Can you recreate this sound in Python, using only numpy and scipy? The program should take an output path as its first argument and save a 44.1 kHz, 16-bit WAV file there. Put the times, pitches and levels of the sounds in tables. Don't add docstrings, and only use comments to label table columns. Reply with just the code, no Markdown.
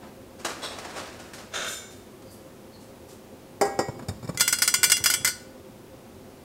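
import sys
import numpy as np
from scipy import signal
from scipy.fft import rfft, irfft, next_fast_len
from scipy.io import wavfile
from scipy.ndimage import map_coordinates

SR = 44100
rng = np.random.default_rng(int(sys.argv[2]) if len(sys.argv) > 2 else 0)


def dump(signal):
    limited = np.clip(np.atleast_2d(signal).T, -1, 1)
    pcm = np.round(limited * 32767).astype(np.int16)
    wavfile.write(sys.argv[1], SR, pcm)


N = 283991
TIME = np.arange(N) / SR
AGE = np.arange(SR * 3 // 4) / SR
CONTACT_S = 1 / 5000
PRESS_LOSS_DB = 4.5

# f/Hz, t60/s
ROOM_DECAY = [(150, 1), (1000, 0.58), (5000, 0.57), (15000, 0.29)]
# f/Hz, level/dB
RUSH_SPECTRUM = [(12, -46), (20, -20), (92, -3.5), (171, -7.5), (202, -4.5), (259, 0), (289, -8.5),
                 (362, -2), (478, -11.5), (519, -1.5), (565, -11), (614, -10), (1720, -22), (4190, -27),
                 (15500, -32)]
# f/Hz, width/Hz, level/dB
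DRONE_BANDS = [(105.6, 84, -58.5), (208.1, 11, -59.5), (367, 136, -55.5), (531.4, 7.4, -58.5)]

# t/s, level/dB, t60/s, tilt/(dB/octave)
KNOCKS = [(.446, -22.5, .15, 0.8), (.482, -34, 0.43, -.5), (.785, -34, 0.11, 1), (.846, -33, 0.095, -1),
          (1.19, -42, 0.44, 1), (1.333, -37, 0.19, 3), (1.378, -42.5, 0.45, 0.5), (1.905, -51.5, 0.54, 7),
          (2.221, -39.5, 0.029, 3.5)]
# t/s, level/dB, tilt/(dB/octave)
BRUSHES = [(0.014, -40.5, -4), (.385, -40.5, 1), (2.301, -46.5, 15), (2.80, -51.5, 8), (3.079, -46, 6.5)]
# t/s, counter level/dB, steel level/dB
SHOVES = [(0.616, -35.5, -34.5), (0.948, -34.5, -47.5)]
# f/Hz, width/Hz, level/dB
COUNTER_BANDS = [(300, 149, -6), (610, 540, 1.5), (1040, 307, -6), (1371, 1940, -2), (2760, 1200, -8.5),
                 (4150, 1900, -10), (5353, 2430, -10.5), (6946, 2900, -12.5), (8450, 1900, -15),
                 (10600, 3800, -20.5), (13970, 2954, -32.5)]
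# f/Hz, width/Hz, level/dB
CHAFE_BANDS = [(3380, 140, 3.5), (3817, 470, .5), (4440, 290, -6), (5420, 370, -7), (8300, 948, -9),
               (12490, 2560, -26)]

# t/s, duration/s, start f/Hz, end f/Hz, level/dB
SQUEAKS = [(2.24, 0.13, 4762, 4600, -58), (2.72, .061, 4383, 4290, -53.5)]
# f/Hz, width/Hz, level/dB
RASP_BANDS = [(600, 340, 0.5), (1490, 510, 2.5), (2240, 377, -5), (2750, 373, -6.5), (3232, 240, -4.5),
              (3586, 91, 4.5), (3960, 370, -6), (4646, 320, -13), (5230, 160, -6.5), (5600, 311, -14),
              (5960, 200, -7), (6440, 130, -6.5), (7000, 250, -7), (7700, 328, -14), (8400, 292, -15),
              (8970, 270, -13.5), (9700, 880, -23), (10598, 197, -22), (11773, 1201, -28.5),
              (12530, 143, -26), (13615, 1400, -33.5)]
# f/Hz, level/dB, t60/s
FREE_LID_MODES = [(1534, -8.5, .55), (2226, -6.5, .85), (3633, -1, .5), (3660, -2, .55), (5265, -7.5, .6),
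                  (6180, -8, .45), (6304, -11, .4), (6627, -11, .4), (7127, -6, .45), (8043, -14, .35),
                  (8872, -8, .4)]

# t/s, level/dB, clash t60/s, tilt/(dB/octave), ring level/dB,
# fraction of the low modes' ring time that the hand leaves
LANDINGS = [(3.612, -6, 0.11, 1, -0.5, 0.77), (3.651, -17.5, 0.25, 0.1, -22, .4),
            (3.790, -5.5, .106, -0.5, -2.5, 0.29), (3.8843, -15, 0.046, -3, -23, .4)]
# f/Hz, level/dB, t60/s
POT_MODES = [(262, -23, .45), (368, -16.5, .22), (411, -13.5, .42), (520, -12.5, .29), (592, -12.5, .17),
             (637, -14, .16), (790, -6, .42), (815, -12, .09), (950, -21, .25), (1093, -25, .35),
             (1378, -27, .25), (1630, -25, .45), (1910, -22, .38), (2020, -26, .18), (2226, -34, .9),
             (3648, -40, .46), (4900, -22.5, .27), (5390, -27, .2), (6070, -38, .19), (7100, -37, .5),
             (7680, -38, .35)]
# f/Hz, width/Hz, level/dB
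CLASH_BANDS = [(168, 490, -2), (403, 155, 3), (560, 180, 3), (790, 100, -3), (1010, 610, -4),
               (1370, 206, -13), (2090, 543, -17), (3027, 233, -24), (3625, 630, -31.5), (4820, 860, -20.5),
               (5440, 272, -19), (6051, 202, -18), (6550, 237, -20.5), (7080, 358, -16.5), (7500, 180, -13),
               (8150, 276, -14.5), (9000, 970, -26.5), (9799, 198, -27), (10541, 252, -23),
               (11200, 207, -26.5), (11905, 204, -23), (14002, 1999, -32)]
# t/s, thud level/dB, scuff level/dB
THUDS = [(3.886, -27, -56), (3.991, -35, -44), (4.022, -33.5, -46), (4.084, -22.5, -27), (4.108, -34, -63),
         (4.227, -33, -42.5), (4.244, -31, -40), (4.274, -37, -38), (4.289, -24, -34), (4.345, -35, -40),
         (4.409, -37.5, -51), (4.783, -38, -44), (4.868, -38.5, -50), (5.001, -33, -48), (5.201, -36, -42)]
# f/Hz, width/Hz, level/dB
THUD_BANDS = [(116, 60, 2.5), (207, 81, -5.5), (460, 590, -16.5), (1000, 930, -22.5)]
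# f/Hz, width/Hz, level/dB
SCUFF_BANDS = [(1000, 1200, -9), (1824, 300, 3), (2310, 86, 9.5), (3690, 160, 5), (4440, 320, 0),
               (4880, 180, 5), (5330, 206, 7), (7040, 430, 4.5), (7900, 400, -1), (8870, 81, 8.5),
               (8586, 10320, -11), (12500, 149, -5), (13500, 199, -15)]

# t/s, level/dB, clatter t60/s, lean of the ring from rim to dome/dB
CLACKS = [(4.3742, -16, 0.024, 3), (4.398, -17, 0.061, 14), (4.4074, -2.7, 0.066, 0),
          (4.478, -7.5, 0.076, 3.5), (4.526, -6, 0.076, 0.5), (4.5867, -16.5, 0.061, -3.5),
          (4.620, -5.5, 0.11, -2), (4.677, -6, 0.076, -1), (4.7403, -4, 0.067, 3), (4.831, -4, 0.048, -1),
          (4.840, -3.5, 0.076, 7), (4.899, -10.5, 0.098, -4.5), (4.9182, -2, 0.055, -3),
          (4.968, -15, 0.072, 5), (5.0399, -8, 0.067, 1.5), (5.059, -4.5, 0.086, -3.5),
          (5.1007, -9, 0.13, 2.5), (5.138, -8.5, 0.069, 2.5), (5.247, -8.5, 0.14, 6.5),
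          (5.2743, -10.5, 0.098, 4.5)]
# f/Hz, level/dB, t60/s
DOME_MODES = [(1444, -20, .14), (1475, -34, .55), (2058, -19, .15), (2331, -25.5, .13), (3058, -28, .2),
              (3456, -31, .3), (4226, -31, .28), (4647, -28, .2), (6072, -27, .28), (6382, -30, .15),
              (7098, -25, .18), (7375, -32, .25), (7757, -29, .25), (8232, -22, .22), (8726, -31, .22),
              (9520, -31, .25), (10020, -31, .2), (11880, -27, .15), (12340, -33, .2), (13870, -29, .1)]
# f/Hz, level/dB, t60/s
RIM_MODES = [(2792, -25.5, .3), (3359, -23, .33), (4094, -29, .33), (4947, -23, .27), (5886, -22, .3),
             (6928, -30, .3), (8051, -17, .27), (9256, -26, .33), (10528, -27, .24)]
# f/Hz, width/Hz, level/dB
CLACK_BANDS = [(636, 5100, -13), (1126, 617, -6), (1464, 133, 7.5), (1793, 190, 1.5), (2126, 140, 5.5),
               (2324, 46, 3), (3030, 490, -2.5), (3436, 280, -3), (4090, 330, -5), (4550, 350, 2),
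               (5030, 370, 6.5), (5556, 260, 1.5), (6070, 200, 4.5), (6582, 254, 1.5), (7090, 230, 1),
               (7070, 160, 4), (7780, 110, 8.5), (8154, 440, 5.5), (8840, 193, 1), (9600, 331, -3),
               (9720, 303, -1.5), (10410, 300, -1.5), (11058, 679, -6), (11770, 150, -1.5),
               (12429, 512, -4), (13300, 404, -15), (13425, 500, -21), (14278, 460, -3.5), (15750, 300, -8)]


def amp(db):
    return 10 ** (np.asarray(db) / 20)


def unit(x):
    return x / np.sqrt(np.mean(x ** 2) + 1e-20)


def along(points, hz):
    freqs, values = np.transpose(points)
    return np.interp(np.log(hz + 1), np.log(freqs + 1), values)


def filtered(x, response):
    size = next_fast_len(len(x) + 8192)
    hz = np.fft.rfftfreq(size, 1 / SR)
    return irfft(rfft(x, size) * response(hz), size)[:len(x)]


def low_cut(x, hz):
    return signal.sosfilt(signal.butter(2, hz, "high", fs=SR, output="sos"), x)


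def noise(bands, size, tilt_db=0):
    def response(hz):
        peaks = (amp(db) / (1 + (2 * (hz - centre) / width) ** 2) for centre, width, db in bands)
        power = sum(peak ** 2 for peak in peaks)
        return np.sqrt(power) * amp(tilt_db * np.log2(1 + hz / 400))
    return unit(filtered(rng.standard_normal(size), response))


def wobble(rate):
    knots = rng.standard_normal(int(N * rate / SR) + 4)
    return map_coordinates(knots, [TIME * rate])


def fade(t60):
    return np.exp(-np.log(1000) * AGE / max(t60, 1e-3))


def stroke(start, rise, hold, t60, sag_db=0):
    age = TIME - start
    attack = np.clip(age / rise, 0, 1)
    sag = amp(-sag_db * np.clip(age / hold, 0, 1))
    release = np.exp(-np.log(1000) * np.maximum(age - hold, 0) / t60)
    return attack * sag * release


def burst(bands, rise, t60, tilt_db=0):
    envelope = fade(t60) * (1 - np.exp(-AGE / max(rise, 1e-5)))
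    envelope_rms = np.sqrt(np.mean(envelope ** 2))
    return envelope_rms * unit(noise(bands, len(AGE), tilt_db) * envelope)


def ring(modes, scatter_db, detune, sustain=1):
    out = np.zeros(len(AGE))
    for (hz, db, t60), (strength, shift, polarity) in zip(modes, rng.standard_normal((len(modes), 3))):
        life = t60 * sustain ** min(1, 800 / hz)
        pitch = hz + shift * detune / t60
        weight = amp(db + scatter_db * strength) * np.sign(polarity)
        out += weight * fade(life) * np.sin(2 * np.pi * pitch * AGE)
    return out


def choked(start, blows):
    contacts = sum(np.clip((start + AGE - t) / .004, 0, 1) for t, *_ in blows if t > start)
    return amp(-PRESS_LOSS_DB * contacts)


def add(track, start, sound):
    part = track[max(round(start * SR), 0):][:len(sound)]
    part += sound[:len(part)]


def in_kitchen(x, wet_db):
    hz, t, spectrum = signal.stft(rng.standard_normal(SR // 2), SR, nperseg=256)
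    decay = amp(-60 * t / along(ROOM_DECAY, hz)[:, None])
    _, tail = signal.istft(spectrum * decay, SR, nperseg=256)
    tail = np.pad(tail / np.linalg.norm(tail), (SR // 200, 0))
    return x + amp(wet_db) * signal.fftconvolve(x, tail)[:len(x)]


def background():
    drone = sum(amp(db) * noise([(hz, width, 0)], N) for hz, width, db in DRONE_BANDS)
    rush = unit(filtered(rng.standard_normal(N), lambda hz: amp(along(RUSH_SPECTRUM, hz))))
    return amp(-48) * rush + drone


def squeaks():
    out = np.zeros(N)
    for start, duration, start_hz, end_hz, db in SQUEAKS:
        progress = np.clip((TIME - start) / duration, 0, 1)
        glide_hz = start_hz + (end_hz - start_hz) * progress
        pitch = glide_hz * (1 + .035 * wobble(700))
        out += amp(db) * np.sin(np.pi * progress) * np.sin(2 * np.pi * np.cumsum(pitch) / SR)
    return in_kitchen(out, wet_db=-4.5)


def handling():
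    out = np.zeros(N)
    for start, db, t60, tilt_db in KNOCKS:
        add(out, start, amp(db) * burst(COUNTER_BANDS, rise=0.0025, t60=t60, tilt_db=tilt_db))
    for start, db, tilt_db in BRUSHES:
        add(out, start, amp(db) * burst(COUNTER_BANDS, rise=0.016, t60=0.33, tilt_db=tilt_db))
    rub = noise(COUNTER_BANDS, N, tilt_db=-0.5)
    chafe = noise(CHAFE_BANDS, N)
    for start, counter_db, steel_db in SHOVES:
        shove = stroke(start, rise=0.029, hold=0.028, t60=0.32)
        out += shove * (amp(counter_db) * rub + amp(steel_db) * chafe)
    slide = stroke(start=0.56, rise=0.066, hold=0.51, t60=1, sag_db=1)
    out += amp(-43) * slide * noise(COUNTER_BANDS, N, tilt_db=-0.8)
    grip = unit(amp(1.14 * wobble(300) + 0.99 * wobble(44.06)))
    return in_kitchen(low_cut(out * grip, hz=162), wet_db=-8.0)


def scrape():
    catch_s, graze_s, release_t60 = 1.537, 0.025, 0.29
    tip_s, tip_width_s = 1.684, 0.025
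    graze = amp(-13) * stroke(catch_s - graze_s, rise=graze_s, hold=graze_s, t60=release_t60)
    drag = stroke(catch_s, rise=0.002, hold=0.19, t60=release_t60, sag_db=6.5)
    friction = np.maximum(drag, graze) * unit(amp(1.85 * wobble(250)))
    tipped = (1 + np.tanh((TIME - tip_s) / tip_width_s)) / 2
    dull = noise(RASP_BANDS, N, tilt_db=1.0)
    bright = noise(RASP_BANDS, N, tilt_db=10.5)
    rasp = np.sqrt(1 - tipped) * dull + np.sqrt(tipped) * bright
    modes = ring(FREE_LID_MODES, scatter_db=-4.0, detune=0.29)
    force = friction * rng.standard_normal(N)
    song = signal.fftconvolve(force, modes / np.linalg.norm(modes))[:N]
    return in_kitchen(amp(-31) * friction * rasp + amp(-40.5) * song, wet_db=-2.5)


def landing():
    out = np.zeros(N)
    for start, db, t60, tilt_db, ring_db, sustain in LANDINGS:
        clash = amp(-9.5) * burst(CLASH_BANDS, CONTACT_S, t60, tilt_db)
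        tone = amp(ring_db - 4.0) * ring(POT_MODES, scatter_db=1.5, detune=0.26, sustain=sustain)
        tone *= choked(start, LANDINGS[2:])
        clank = low_cut(clash + tone, hz=230)
        add(out, start, amp(db) * in_kitchen(clank, wet_db=-13))
    for start, thud_db, scuff_db in THUDS:
        thud = amp(thud_db + 7.5) * low_cut(burst(THUD_BANDS, rise=0.0039, t60=0.06), hz=80)
        scuff = amp(scuff_db) * burst(SCUFF_BANDS, rise=0.0036, t60=0.058)
        add(out, start, in_kitchen(thud + scuff, wet_db=-13))
    return out


def rattle():
    out = np.zeros(N)
    for start, db, t60, lean_db in CLACKS:
        snap = amp(-11.5) * burst(CLACK_BANDS, CONTACT_S, t60=0.021, tilt_db=2)
        clatter = amp(-8.5) * burst(CLACK_BANDS, CONTACT_S, t60, tilt_db=0.37)
        dome = amp(-6 + lean_db) * ring(DOME_MODES, scatter_db=4.5, detune=1.8)
        rim = amp(-5 - lean_db) * ring(RIM_MODES, scatter_db=4.0, detune=0.6)
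        ringing = (dome + rim) * choked(start, CLACKS)
        add(out, start, amp(db) * in_kitchen(snap + clatter + ringing, wet_db=-17))
    return out


def scene():
    return (background() + squeaks() + handling() + scrape() + landing() + rattle())[None]


def record(dry):
    top_hz = 15750
    return np.array([filtered(channel, lambda hz: hz < top_hz) for channel in dry])


dry = scene()
out = record(dry)
dump(out)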